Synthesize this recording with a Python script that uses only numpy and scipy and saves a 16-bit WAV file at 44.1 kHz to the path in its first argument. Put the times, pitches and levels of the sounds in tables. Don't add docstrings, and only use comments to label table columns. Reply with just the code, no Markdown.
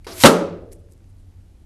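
import sys
import numpy as np
from scipy import signal
from scipy.fft import rfft, irfft
from scipy.io import wavfile
from scipy.ndimage import uniform_filter1d

SR = 44100
rng = np.random.default_rng(int(sys.argv[2]) if len(sys.argv) > 2 else 0)


def file_out(sig):
    cols = np.atleast_2d(sig).T
    lim = np.clip(cols, -1, 1)
    pcm = np.round(lim * 32767).astype(np.int16)
    wavfile.write(sys.argv[1], SR, pcm)


def elevation(decibels):
    levels = np.asarray(decibels, float)
    return 10 ** (levels / 20)


N = 72765
TIME = np.arange(N) / SR
STRING_S = .0675

# (time [s], level on the board [dB], level of the crack [dB])
BLOWS = [
    (0.2366, -10.5, -0.5),
    (0.244, 11.5, -3),
    (0.2525, 6, -1),
    (0.2561, -5, 3.5),
    (0.2622, -6, 0),
    (0.2697, -2.5, -3.5),
    (.2765, -8.5, -8),
    (.2905, -8.5, -12.5),
    (0.296, -7, -14),
    (.307, -15, -14),
]
HIT_S, BOARD_S = BLOWS[0][0], BLOWS[1][0]


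def read(points, hz):
    f, value = np.transpose(points)
    return np.interp(np.log(hz + 1), np.log(f + 1), value)


def hiss(colour):
    hz = np.fft.rfftfreq(N, 1 / SR)
    low_cut = np.minimum(hz / colour[0][0], 1) ** 4
    x = irfft(rfft(rng.standard_normal(N)) * elevation(read(colour, hz)) * low_cut, N)
    return x / x.std()


def fuzzy(hz, width_hz):
    f = np.fft.rfftfreq(N, 1 / SR)
    x = irfft(rfft(rng.standard_normal(N)) / (1 + (2 * (f - hz) / width_hz) ** 2), N)
    return x / x.std()


def puff(s, db, hz, width_hz, length_s):
    return elevation(db) * fuzzy(hz, width_hz) * np.exp(-(2 * (TIME - s) / length_s) ** 2)


def ring(modes, spread_db=0.):
    t = np.arange(SR // 2) / SR
    luck = rng.standard_normal(len(modes))
    return sum(elevation(db + spread_db * e - 60 * t / t60) * np.sin(2 * np.pi * hz * t)
               for (hz, db, t60), e in zip(modes, luck))


def snap(t60):
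    return rng.standard_normal(2000) * elevation(-60 * np.arange(2000) / SR / t60)


def quiver(modes, start_s, rise_s, steady=0.):
    settle_s, settle_spread_s = .47, .025
    t = np.maximum(TIME - start_s, 0)
    clean = steady * (1 - np.tanh((t + start_s - settle_s) / settle_spread_s)) / np.sqrt(2)
    out = np.zeros(N)
    for hz, width_hz, db, t60 in modes:
        tone = np.sin(2 * np.pi * (hz * t + rng.random()))
        out += elevation(db - 60 * t / t60) * (clean * tone + (1 - steady) * fuzzy(hz, width_hz))
    return np.minimum(t / rise_s, 1) * out


def add(mix, s, sound):
    part = mix[round(s * SR):][:len(sound)]
    part += sound[:len(part)]


def tail(tone):
    # (frequency [Hz], t60 [s])
    shop_t60 = [(100, .45), (300, .76), (560, .84), (1000, .5), (2000, .54), (4000, .48), (8000, .33),
                (12000, .25)]
    delay_s = .0015
    hz, t, z = signal.stft(rng.standard_normal(3 * SR // 2), SR, nperseg=512, noverlap=384)
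    level_db = read(tone, hz)[:, None] - 60 * t / read(shop_t60, hz)[:, None]
    x = signal.istft(z * elevation(level_db), SR, nperseg=512, noverlap=384)[1]
    return x / x[:1000].std() * np.minimum(np.arange(len(x)) / SR / delay_s, 1) ** 2


def shop(x):
    answer = tail([(100, 0.0013), (12000, 0)])
    return signal.fftconvolve(x, answer / np.linalg.norm(answer))[:N]


def air():
    # (frequency [Hz], level [dB per Hz])
    air_colour = [(76, -33.5), (130, -3), (296, -5.5), (443, -16), (613, -19), (882, -20.5), (952, -25.5),
                  (12600, -35.5), (16400, -65), (22000, -120)]
    # (frequency [Hz], width [Hz], level [dB])
    drones = [(32.73, 17, -49.5), (58, 31, -54.5), (80, 14, -53), (95, 9, -53.5), (74, 130, -57)]
    t = TIME - HIT_S
    duck_db = -3 * (t > 0) * np.exp(-(t / .25 / 2) ** 2)
    throb = 1 + .5 * np.cos(2 * np.pi * 3.2 * t + 0.7)
    hum = elevation(-46) * throb * np.sin(2 * np.pi * 93.6 * t)
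    rumble = sum(elevation(db) * fuzzy(hz, width_hz) for hz, width_hz, db in drones)
    return hum + elevation(-59.5 + duck_db) * hiss(air_colour) + rumble


def rustle():
    # (time [s], level [dB], frequency [Hz], length [s])
    puffs = [
        (.728, -53, 9220, .022),
        (0.751, -63.5, 8950, .03),
        (0.798, -72, 9590, 0.035),
        (0.922, -65.5, 9030, 0.033),
        (1.101, -70.5, 9095, .025),
        (1.197, -72.5, 9030, 0.039),
        (0.727, -63, 1897, 0.024),
    ]
    return sum(puff(s, db, hz, 0.51 * hz, length_s) for s, db, hz, length_s in puffs)


def crumbs():
    # (time [s], level [dB], frequency [Hz])
    landings = [
        (0.7176, -46, 6060),
        (0.72, -42, 7500),
        (0.7251, -39, 10510),
        (0.7283, -45.5, 9547),
        (0.7316, -35, 10100),
        (0.7356, -49, 6000),
        (.915, -57.5, 8950),
        (0.9218, -43.5, 8690),
        (0.935, -50, 9040),
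        (1.169, -56, 10910),
                (.887, -48, 1800),
        (.978, -58, 7000),
        (1.005, -49, 1800),
        (1.0423, -48, 1800),
        (1.0426, -53, 5500),
    ]
    out = np.zeros(N)
    for s, db, hz in landings:
        band = signal.butter(2, [hz * .5, min(hz * 1.5, 20000)], "band", fs=SR)
        add(out, s, elevation(db) * signal.lfilter(*band, snap(0.008)))
    return out


def string():
    # (frequency [Hz], level [dB], t60 [s])
    tones = [(388, -38, .9), (690, -40, .8)]
    sag_per_s, beat_hz = .55, 14
    t = np.maximum(TIME - STRING_S, 0)
    turns = np.cumsum(1 - sag_per_s * np.minimum(t, .3)) / SR
    throb = np.minimum(t / 0.056, 1) * (1 - 0.55 * np.cos(2 * np.pi * beat_hz * t - 0.2))
    return throb * sum(elevation(db - 60 * t / t60) * np.sin(2 * np.pi * hz * turns) for hz, db, t60 in tones)


def bow():
    # (frequency [Hz], width [Hz], level [dB], t60 [s])
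    rattle = [(2200, 290, -47.5, 0.063), (4660, 700, -55.5, 0.086), (3100, 500, -57.5, .05)]
    # (frequency [Hz], level [dB], t60 [s])
    bow_modes = [(344, -63, 0.078), (462, 0.5, 0.044), (670, -25, 0.13), (930, 2, 0.026),
                 (1630, -13, 0.036)]
    # (frequency [Hz], width [Hz], level [dB], t60 [s])
    limbs = [(810, 69, -52, 0.44), (1160, 80, -50, 0.51), (310, 110, -45.5, 0.98)]
    # (time [s], level [dB], frequency [Hz], length [s])
    fittings = [
        (.075, -53.5, 4900, 0.02),
        (0.092, -48, 4400, 0.014),
        (.118, -43, 5500, 0.01),
        (0.127, -42, 4750, 0.019),
    ]
    # (frequency [Hz], level [dB])
    bow_echo = [(100, -17), (350, -1), (700, -8), (1500, -10), (3000, -15.5), (5000, -13.5), (8000, -25),
                (12000, -26)]
    trigger_s = .045
    out = quiver(limbs, STRING_S, 0.013) + quiver(rattle, trigger_s, .001)
    add(out, trigger_s, elevation(-51) * snap(0.098))
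    add(out, STRING_S, elevation(-32.5) * ring(bow_modes))
    add(out, STRING_S, elevation(-39) * signal.lfilter([.4], [1, -.6], snap(.04)))
    add(out, STRING_S, elevation(-36.5) * tail(bow_echo))
    return out + sum(puff(s, db, hz, 1300, length_s) for s, db, hz, length_s in fittings)


def flight():
    # (time [s], level [dB])
    approach = [
        (0.064, -65),
        (.07, -56),
        (.12, -47),
        (0.164, -41.5),
        (.2, -33.5),
        (.205, -27.5),
        (.222, -23.5),
        (.236, -26),
        (.25, -44),
    ]
    # (frequency [Hz], level [dB per Hz])
    vanes = [(300, -21.5), (1000, -9.5), (2000, -5.5), (3150, -4), (6500, -3), (10100, -2.5), (12600, -1),
             (16400, -31), (22000, -120)]
    s, db = np.transpose(approach)
    flutter = uniform_filter1d(uniform_filter1d(rng.standard_normal(N), size=90), size=90)
    flutter_db = 1.2 * flutter / flutter.std()
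    return hiss(vanes) * elevation(np.interp(TIME, s, db, -140, -140) + flutter_db)


def boom():
    # (frequency [Hz], width [Hz], level [dB], t60 [s])
    stand = [(174.93, 16, -18.5, 0.85), (258.4, 30, -25, 0.43), (298.2, 28, -25.5, .6),
             (340.4, 26, -19.5, 0.82), (376.3, 31, -26, .7), (404, 24, -23.5, .75), (450, 30, -18.5, 0.75),
             (559, 30, -18.5, 0.68), (605.5, 30, -29, 0.54), (807, 20, -23.5, .45), (898, 33, -28.5, 0.33),
             (1060, 35, -28.5, .35), (1173, 35, -26.5, .35), (1278, 43, -29.5, 0.41)]
    rock_s, rock_db, rock_spread_s, steady = .44, 6, .035, .42
    rock = elevation(rock_db * np.exp(-((TIME - rock_s) / rock_spread_s) ** 2))
    still = quiver(stand[:2] + stand[9:], BOARD_S, .015, steady)
    rocking = rock * quiver(stand[2:9], BOARD_S, 0.034, steady)
    return elevation(2) * (still + rocking)


def crunch():
    # (frequency [Hz], level [dB per Hz])
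    tearing = [(350, -20), (600, -4.5), (656, -12), (1600, -6.5), (1770, -15.5), (2770, -14),
               (12600, -26.5), (16400, -59.5), (22000, -120)]
    hold_s, t60 = 0.024, .1
    t = TIME - HIT_S
    fade_db = -60 * np.maximum(t - hold_s, 0) / t60
    return hiss(tearing) * elevation(-2.5 + fade_db) * np.clip(t / 0.024, 0, 1)


def strike():
    # (frequency [Hz], level [dB], t60 [s])
    tip = [(3935, 3.5, 0.0053), (3120, -7, 0.0075), (5470, -4.5, 0.0051), (8300, -9, 0.0066),
           (895, -9.5, .015), (1255.5, -9.5, .012), (2000, -7, 0.013)]
    # (frequency [Hz], level [dB], t60 [s])
    board = [(172, -9.5, 0.08), (236, 1.5, 0.059), (300, 1, 0.052), (350.2, 3, 0.063), (437, -8, 0.06),
             (536.9, 8.5, 0.0602), (694, -6.5, 0.035), (901, -5.5, 0.11), (985, -3.5, .05),
             (1085, -9.5, 0.07), (1172, -7.5, 0.098), (1287, -7, .05), (1327, -11, 0.094),
             (1610, -8, 0.098)]
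    # (frequency [Hz], level [dB])
    hit_echo = [(130, -27.5), (200, -5), (580, -8.5), (660, -16.5), (1300, -10.5), (1700, -23.5),
                (4000, -28.5), (12000, -26.5)]
    out = np.zeros(N)
    add(out, HIT_S, elevation(8) * ring(tip))
    for s, board_db, crack_db in BLOWS:
        add(out, s, elevation(board_db - 13.5) * ring(board, 2.0))
        add(out, s, elevation(crack_db - 11.5) * snap(0.0028))
    add(out, HIT_S, elevation(-11) * tail(hit_echo))
    return signal.sosfilt(signal.butter(3, 135, "high", fs=SR, output="sos"), out)


def scene():
    arrow, ticks = flight(), crumbs()
    echoes = shop(elevation(-11) * arrow + elevation(-22) * ticks)
    impact = strike() + crunch() + boom()
    return (air() + rustle() + ticks + string() + bow() + arrow + impact + echoes)[None]


def band_limit(x):
    return signal.sosfilt(signal.butter(12, 12780, fs=SR, output="sos"), x)


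def record(dry):
    cut = signal.lfilter(*signal.butter(1, 20, "high", fs=SR), np.clip(dry, -1, 1))
    edge = signal.firwin(1001, 12950, window=("kaiser", 9), fs=SR)[None]
    limited = signal.oaconvolve(cut, edge, "same")
    leak = .3 * np.clip(10 * (uniform_filter1d(abs(cut), size=100) - .3), 0, 1)
    mix = np.clip(1.07 * (limited + leak * (cut - limited)), -1, 1)
    return band_limit(mix)


dry = scene()
out = record(dry)
file_out(out)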